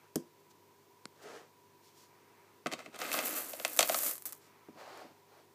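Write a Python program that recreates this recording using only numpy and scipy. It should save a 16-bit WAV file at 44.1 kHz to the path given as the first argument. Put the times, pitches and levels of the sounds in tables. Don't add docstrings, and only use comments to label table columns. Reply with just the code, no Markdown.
import sys
import numpy as np
from scipy import signal
from scipy.fft import rfft, irfft, next_fast_len
from scipy.io import wavfile

SR = 44100
rng = np.random.default_rng(int(sys.argv[2]) if len(sys.argv) > 2 else 0)


def dump_mix(stems):
    frames = np.atleast_2d(stems).T
    limited = np.clip(frames, -1, 1)
    pcm = np.round(limited * 32767).astype(np.int16)
    wavfile.write(sys.argv[1], SR, pcm)


N = 244314
T = np.arange(N) / SR


# frequency in Hz, gain in dB.
RUMBLE_EQ = [(90, -28.5), (160, -8.5), (290, 6.5), (420, 0), (600, -12.5), (1200, -41)]
GRIND_EQ = [(240, -48), (400, -17), (480, 1.5), (512, 5), (665, 4), (909, -5.5), (1280, -1), (1740, -3),
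            (2480, -6.5), (3760, -9), (4400, -7), (5410, -12.5), (9000, -13.5), (11700, -38), (19800, -120)]
TRICKLE_EQ = [(1500, -28.5), (3000, -16), (5000, -6.5), (7500, 2.5), (10000, 2.5), (13000, 8), (15200, 5.5)]
STONE_EQ = [(300, -23.5), (1200, -3), (3000, -12), (6000, -5), (13000, 3)]
# start in seconds, level in dB.
STONE_LANDINGS = [(3.552, -42), (3.679, -30), (3.765, -30), (3.773, -24.5), (3.803, -24), (3.875, -26),
                  (3.891, -21), (3.988, -21.5), (4.033, -24), (4.063, -23.5), (4.111, -25.5),
                  (4.155, -34.5), (4.180, -35.5), (4.2224, -36.5), (4.2549, -28.5), (4.324, -31.5),
                  (4.330, -35)]

def gravel():
    rumble, grind, scrape, trickle = gravel_envelopes()
    out = rumble * colour(grains(per_s=1700, spread_db=0.5), RUMBLE_EQ)
    out += amp(-0.4) * grind * colour(grains(per_s=2500, spread_db=2.5), GRIND_EQ)
    wall = struck(wall_modes(spot_hz=1310)) + struck(wall_modes(spot_hz=2530))
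    slips = scrape * rms_one(grains(per_s=650, spread_db=4.5))
    out += amp(-4.0) * resonate(slips, cut(wall, 1200, "high"))
    full_flow_db, thinning, least_flow = -35, 0.8, 0.18
    flow = np.clip((trickle / amp(full_flow_db)) ** thinning, least_flow, 1)
    stone_size = trickle * np.sqrt(flow.mean() / flow)
    ticks = pebbles(per_s=4000 * flow, spread_db=1.0, cycles=3.9)
    out += amp(-1.8) * stone_size * colour(ticks, TRICKLE_EQ)
    out += amp(-11.5) * trickle * colour(pebbles(per_s=160, spread_db=3.5, cycles=4.0), STONE_EQ)
    for s, db in STONE_LANDINGS:
        landing = crack(0.0038, tail_db=-13.5, tail_t60=0.036, spectrum=STONE_EQ, high_hz=16000)
        add(out, s, amp(db) * landing)
    return out


# time in seconds, level in dB.
DIG_EFFORT = [(2.975, -72), (3.005, -43.5), (3.10, -45), (3.17, -39), (3.225, -43.5), (3.40, -47),
              (3.47, -53.5), (3.58, -56.5), (3.86, -51.5)]
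# start in seconds, hold in seconds, level in dB.
HEAP_SHIFTS = [(2.72, 0.011, -53), (2.793, 0.011, -52.5), (2.852, .01, -60), (2.944, 0.015, -50.5),
               (3.806, 0.034, -42), (3.893, .04, -44)]
# peak time in seconds, level in dB, rise in seconds.
CLUMP_SPILLS = [(3.13, -33, .012), (3.257, -32, .025), (3.376, -34.5, .09), (3.497, -43, .03),
                (4.064, -30.5, .004), (4.258, -36.5, .004), (4.331, -54, .006)]

def gravel_envelopes():
    dig_s, dig_db = np.transpose(DIG_EFFORT)
    effort = amp(np.interp(T, dig_s, dig_db, left=-150, right=-150))
    shifts = sum(swell(s, hold, db, rise=0.025, fall=0.051) for s, hold, db in HEAP_SHIFTS)
    spills = sum(swell(s, hold=0.0037, db=db, rise=rise, fall=0.062) for s, db, rise in CLUMP_SPILLS)
    pour = swell(s=3.975, hold=0.11, db=-32, rise=0.29, fall=0.096)
    pushed = np.hypot(effort, shifts)
    falling = np.hypot(spills, pour)
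    loosen_from_s, loosen_takes_s, packed_db, loose_db = 3.063, 0.43, -3.5, 9
    loose = np.interp(T, [loosen_from_s, loosen_from_s + loosen_takes_s], [0, 1])
    shed = effort * amp(packed_db + loose * (loose_db - packed_db)) + shifts * amp(-14)
    rumble = np.hypot(amp(-7.5) * pushed, amp(-26) * falling)
    grind = np.hypot(pushed, amp(-15) * falling)
    scrape = grind * amp(-5.5 * loose)
    trickle = np.hypot(shed, falling)
    return rumble, grind, scrape, trickle


def pebbles(per_s, spread_db, cycles, count=24):
    pitches = np.geomspace(2500, 15000, count)
    return sum(ring(grains(per_s / count, spread_db), hz, cycles / hz) * hz for hz in pitches)


# start in seconds, strength in dB, brightness of the contact in Hz,
# pitch that the struck spot favours in Hz.
KNOCKS = [ (2.6601, -23.5, 2200, 1400), (2.6685, -29.5, 5500, 2070), (2.7166, -36, 5000, 2100),
          (2.724, -34.5, 6000, 3100), (2.735, -29.5, 5500, 3130), (2.7916, -41, 5000, 1300),
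          (2.8606, -38.5, 3300, 2470), (2.945, -43, 3500, 1300), (2.960, -46, 8500, 1300),
          (2.990, -40.5, 9000, 1300), (3.016, -28.5, 5000, 1380), (3.1165, -32, 8000, 2600),
          (3.1294, -33.5, 11000, 2600), (3.1406, -24.5, 5500, 1300), (3.189, -25.5, 6000, 2480),
          (3.534, -34.5, 5500, 570), (3.599, -31, 4500, 440), (3.649, -22.5, 7600, 2370),
          (3.7908, -12.5, 8450, 6500), (3.8069, -20, 8000, 3500), (3.8148, -30.5, 7000, 3800),
          (3.828, -21.5, 8300, 3800), (3.8962, -22, 5800, 680), (3.9225, -33.5, 6500, 700),
          (3.9448, -23.5, 7000, 1320)]
# frequency in Hz, gain in dB.
CRACK_EQ = [(200, -19.5), (700, 0), (1400, -1), (2100, 0), (3100, 0), (4400, 0), (5200, -1), (6800, 2.5),
            (9000, 2), (14000, 5.5)]

def tub():
    out, board = np.zeros(N), struck(BOARD_MODES)
    for s, db, contact_hz, spot_hz in KNOCKS:
        hardness_octaves = np.log2(contact_hz / 7040)
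        crack_db = db - 0.03 + 6.5 * hardness_octaves
        thump_db = db - 30.5 - 13.5 * hardness_octaves
        snap = crack(0.0098, tail_db=-16.5, tail_t60=0.072, spectrum=CRACK_EQ, high_hz=contact_hz)
        add(out, s, amp(crack_db) * snap)
        add(out, s, amp(db) * struck(wall_modes(spot_hz)) / 2)
        add(out, s, amp(thump_db) * board)
    return out


# frequency in Hz, gain in dB, 60 dB decay time in seconds.
PLASTIC_MODES = [(323, -21.5, .09), (494, -9, 0.054), (559, 0.5, 0.027), (658, 1.5, 0.041),
                 (745, -6.5, 0.036), (1090, -11.5, 0.053), (1164, -3.5, 0.02), (1290, -3, 0.021),
                 (1500, -9, 0.033), (2078, -3.5, 0.022), (2300, -14.5, .035), (2425, -9.5, 0.029),
                 (2644, -7, 0.025), (3170, -8, 0.023), (3760, -8.5, 0.018), (4420, -5, 0.021),
                 (5940, -6.5, 0.023), (6750, -14, 0.016), (7540, -4, 0.013)]

def wall_modes(spot_hz, favour_db=10.5, width_octaves=0.48):
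    hz, db, t60 = np.transpose(PLASTIC_MODES)
    nearness = np.exp(-(np.log2(hz / spot_hz) / width_octaves) ** 2)
    rolloff_db = -10 * np.log10(1 + (hz / spot_hz) ** 2)
    return list(zip(hz, db + favour_db * nearness + rolloff_db, t60))


# start in seconds, click level in dB, click cut-off in Hz,
# thump level in dB.
TABLE_TAPS = [(0.1572, -27.5, 14900, -24), (2.728, -36.5, 5000, -38.5), (2.749, -70, 1500, -54),
              (2.876, -70, 1500, -46), (4.685, -55, 1500, -43.5), (4.754, -75, 1500, -53.5),
              (4.974, -55, 15000, -75), (5.045, -73, 1500, -48), (5.107, -68, 1500, -57)]
# frequency in Hz, gain in dB.
TAP_EQ = [(500, 4), (1100, 0.5), (1700, -1.5), (2400, -14.5), (3200, -3.5), (3800, -14), (4800, -0.5),
          (7300, 2), (9000, -2), (15000, 0.5)]
# frequency in Hz, gain in dB, 60 dB decay time in seconds.
BOARD_MODES = [(154, -13.5, 0.12), (222, -7.5, 0.091), (254, -6, 0.1), (328, -3, 0.082),
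               (349.3, -15.5, 0.18), (402, -2, 0.039), (535, -15.5, .07), (617, -9, 0.034),
               (760, -17, 0.034)]

def table():
    out, board = np.zeros(N), struck(BOARD_MODES)
    for s, click_db, click_hz, thump_db in TABLE_TAPS:
        click = crack(0.017, tail_db=-17.5, tail_t60=0.06, spectrum=TAP_EQ, high_hz=click_hz)
        add(out, s, amp(click_db) * click)
        add(out, s + 0.00158, amp(thump_db) * board)
    return out


# frequency in Hz, level in dB, 60 dB decay time in seconds.
CLICK_MODES = [(200, -39.5, 0.024), (420, -35, 0.0084), (1040, -37, 0.0094), (1460, -37.5, 0.01),
               (2150, -39.5, 0.0092), (4300, -30.5, 0.0032), (5400, -39, 0.0078), (7360, -35, 0.0034),
               (10700, -39.5, .003)]

def casing_click():
    return struck(CLICK_MODES)


# start in seconds, hold in seconds, level in dB.
HAND_SLIDE = [(1.262, 0.11, -51)]
ARM_BRUSH = [(4.79, 0.033, -54), (4.88, .14, -52), (5.32, 0.089, -63.5)]
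FAINT_RUSTLE = [(.505, 0.011, -65), (1.226, .012, -59.5), (1.845, 0.045, -66), (1.975, 0.065, -64),
                (4.425, 0.049, -67)]
CASING_GRIP = [(0, .06, -68), (2.17, 0.33, -69), (4.46, .22, -68)]
# frequency in Hz, gain in dB.
SLIDE_EQ = [(76, -41), (130, -24.5), (318, -6), (351, -11), (420, 0.5), (482, -4.5), (650, -5.5),
            (1130, -13), (1230, -9.5), (3520, -22), (6640, -23.5), (15000, -41)]
BRUSH_EQ = [(150, -30), (240, -13), (400, -6.5), (520, -3), (620, -1), (780, -1), (920, -5), (1500, -10.5),
            (2200, -14), (3600, -20), (4350, -17), (5500, -22.5), (9500, -30.5), (15000, -36)]
RUSTLE_EQ = [(2500, -10.5), (4500, -4), (7000, -5.5), (10000, -12.5), (15000, -12.5)]
GRIP_EQ = [(150, -9.5), (400, -5), (1200, 0), (1700, -5.5), (2300, -3), (3000, -15), (8000, -25.5)]

def rubbing():
    out = np.zeros(N)
    for strokes, spectrum in [(HAND_SLIDE, SLIDE_EQ), (ARM_BRUSH, BRUSH_EQ),
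                              (FAINT_RUSTLE, RUSTLE_EQ), (CASING_GRIP, GRIP_EQ)]:
        speed = sum(swell(s, hold, db, rise=hold, fall=1.04 * hold) for s, hold, db in strokes)
        out += speed * colour(grains(per_s=9000, spread_db=2.0), spectrum)
    return out


# frequency in Hz, gain in dB.
AIR_EQ = [(40, -25.5), (70, -20.5), (100, -14.5), (160, -14), (280, -10), (450, -11), (620, -17),
          (850, -18.5), (1300, -20.5), (2300, -20.5), (3000, -24), (6000, -25), (10000, -29.5),
          (15000, -25.5)]
# centre in Hz, bandwidth in Hz, level in dB.
FAN_RESONANCES = [(419, 97, -76), (975.5, 46, -70)]
# frequency in Hz, level in dB.
HUM_PARTIALS = [(100.5, -78), (150.3, -80.5), (350, -78.5), (400.5, -73)]

def room_tone():
    out = amp(-67) * colour(rng.standard_normal(N), AIR_EQ)
    for hz, width_hz, db in FAN_RESONANCES:
        t60 = np.log(1000) / (np.pi * width_hz)
        out += amp(db) * rms_one(ring(rng.standard_normal(N), hz, t60))
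    for hz, db in HUM_PARTIALS:
        out += amp(db) * np.sqrt(2) * np.sin(2 * np.pi * (hz * T + rng.random()))
    return out


def reverb(x, wet_db, t60, wall_hz):
    decay = fade(t60)
    reflections = cut(rng.standard_normal(len(decay)), wall_hz, "low", order=1)
    tail = reflections * decay * (1 - fade(0.015))
    return x + amp(wet_db) * resonate(x, tail)


def crack(t60, tail_db, tail_t60, spectrum, high_hz):
    shape = fade(t60) + amp(tail_db) * fade(tail_t60)
    burst = rng.standard_normal(len(shape)) * shape
    phase = np.angle(rfft(burst))
    flat = irfft(np.exp(1j * phase), len(shape)) * fade(0.5)
    return colour(cut(flat, high_hz, "low"), spectrum) * np.sqrt(np.mean(shape ** 2))


def struck(modes):
    t = T[:SR // 4]
    return sum((-1) ** k * amp(db) * fade(t60) * np.sin(2 * np.pi * hz * t)
               for k, (hz, db, t60) in enumerate(modes))


def grains(per_s, spread_db):
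    hits = rng.random(N) < per_s / SR
    size = np.minimum(rng.exponential(1, N), 4)
    sign = rng.choice([-1, 1], N)
    return hits * sign * amp(spread_db * size)


def ring(x, hz, t60):
    radius, angle = amp(-60 / (t60 * SR)), 2 * np.pi * hz / SR
    return signal.lfilter([0, np.sin(angle)], [1, -2 * radius * np.cos(angle), radius ** 2], x + 1e-18)


def resonate(x, response):
    return signal.fftconvolve(x, response / np.sqrt(np.sum(response ** 2)))[:N]


def colour(x, spectrum):
    size = 2 * next_fast_len(len(x) // 2 + 1)
    hz, db = np.transpose(spectrum)
    grid_hz = np.maximum(np.arange(size // 2 + 1) * SR / size, 1)
    gain = amp(np.interp(np.log(grid_hz), np.log(hz), db))
    cepstrum = irfft(np.log(gain))
    cepstrum[size // 2:] = 0
    response = np.exp(2 * rfft(cepstrum))
    return rms_one(irfft(rfft(x, size) * response)[:len(x)])


def cut(x, hz, kind, order=2):
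    return signal.sosfilt(signal.butter(order, np.clip(hz, 10, .45 * SR), kind, fs=SR, output="sos"), x)


def swell(s, hold, db, rise, fall):
    before = np.maximum(s - T, 0) / rise
    after = np.maximum(T - s - hold, 0) / fall
    return amp(db - 20 * np.minimum(before + after, 10))


def fade(t60):
    return np.exp(-np.log(1000) * T[:SR // 4] / t60)


def add(track, s, sound):
    at = round(s * SR)
    track[at:at + len(sound)] += sound[:N - at]


def amp(db):
    return 10 ** (np.asarray(db) / 20)


def rms_one(x):
    return x / np.sqrt(np.mean(x ** 2) + 1e-20)


def scene():
    near = gravel() + tub() + table() + rubbing()
    out = reverb(near, wet_db=-16.0, t60=0.21, wall_hz=6100) + room_tone()
    add(out, s=1.0552, sound=casing_click())
    return out[None]


def record(dry):
    ceiling, bass_cut_hz, top_cut_hz = 0.46, 92, 15350
    rounded = ceiling * np.tanh(dry / ceiling)
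    thin = cut(rounded, bass_cut_hz, "high", order=4)
    return signal.sosfilt(signal.ellip(10, .2, 70, top_cut_hz, fs=SR, output="sos"), thin)


dry = scene()
out = record(dry)
dump_mix(out)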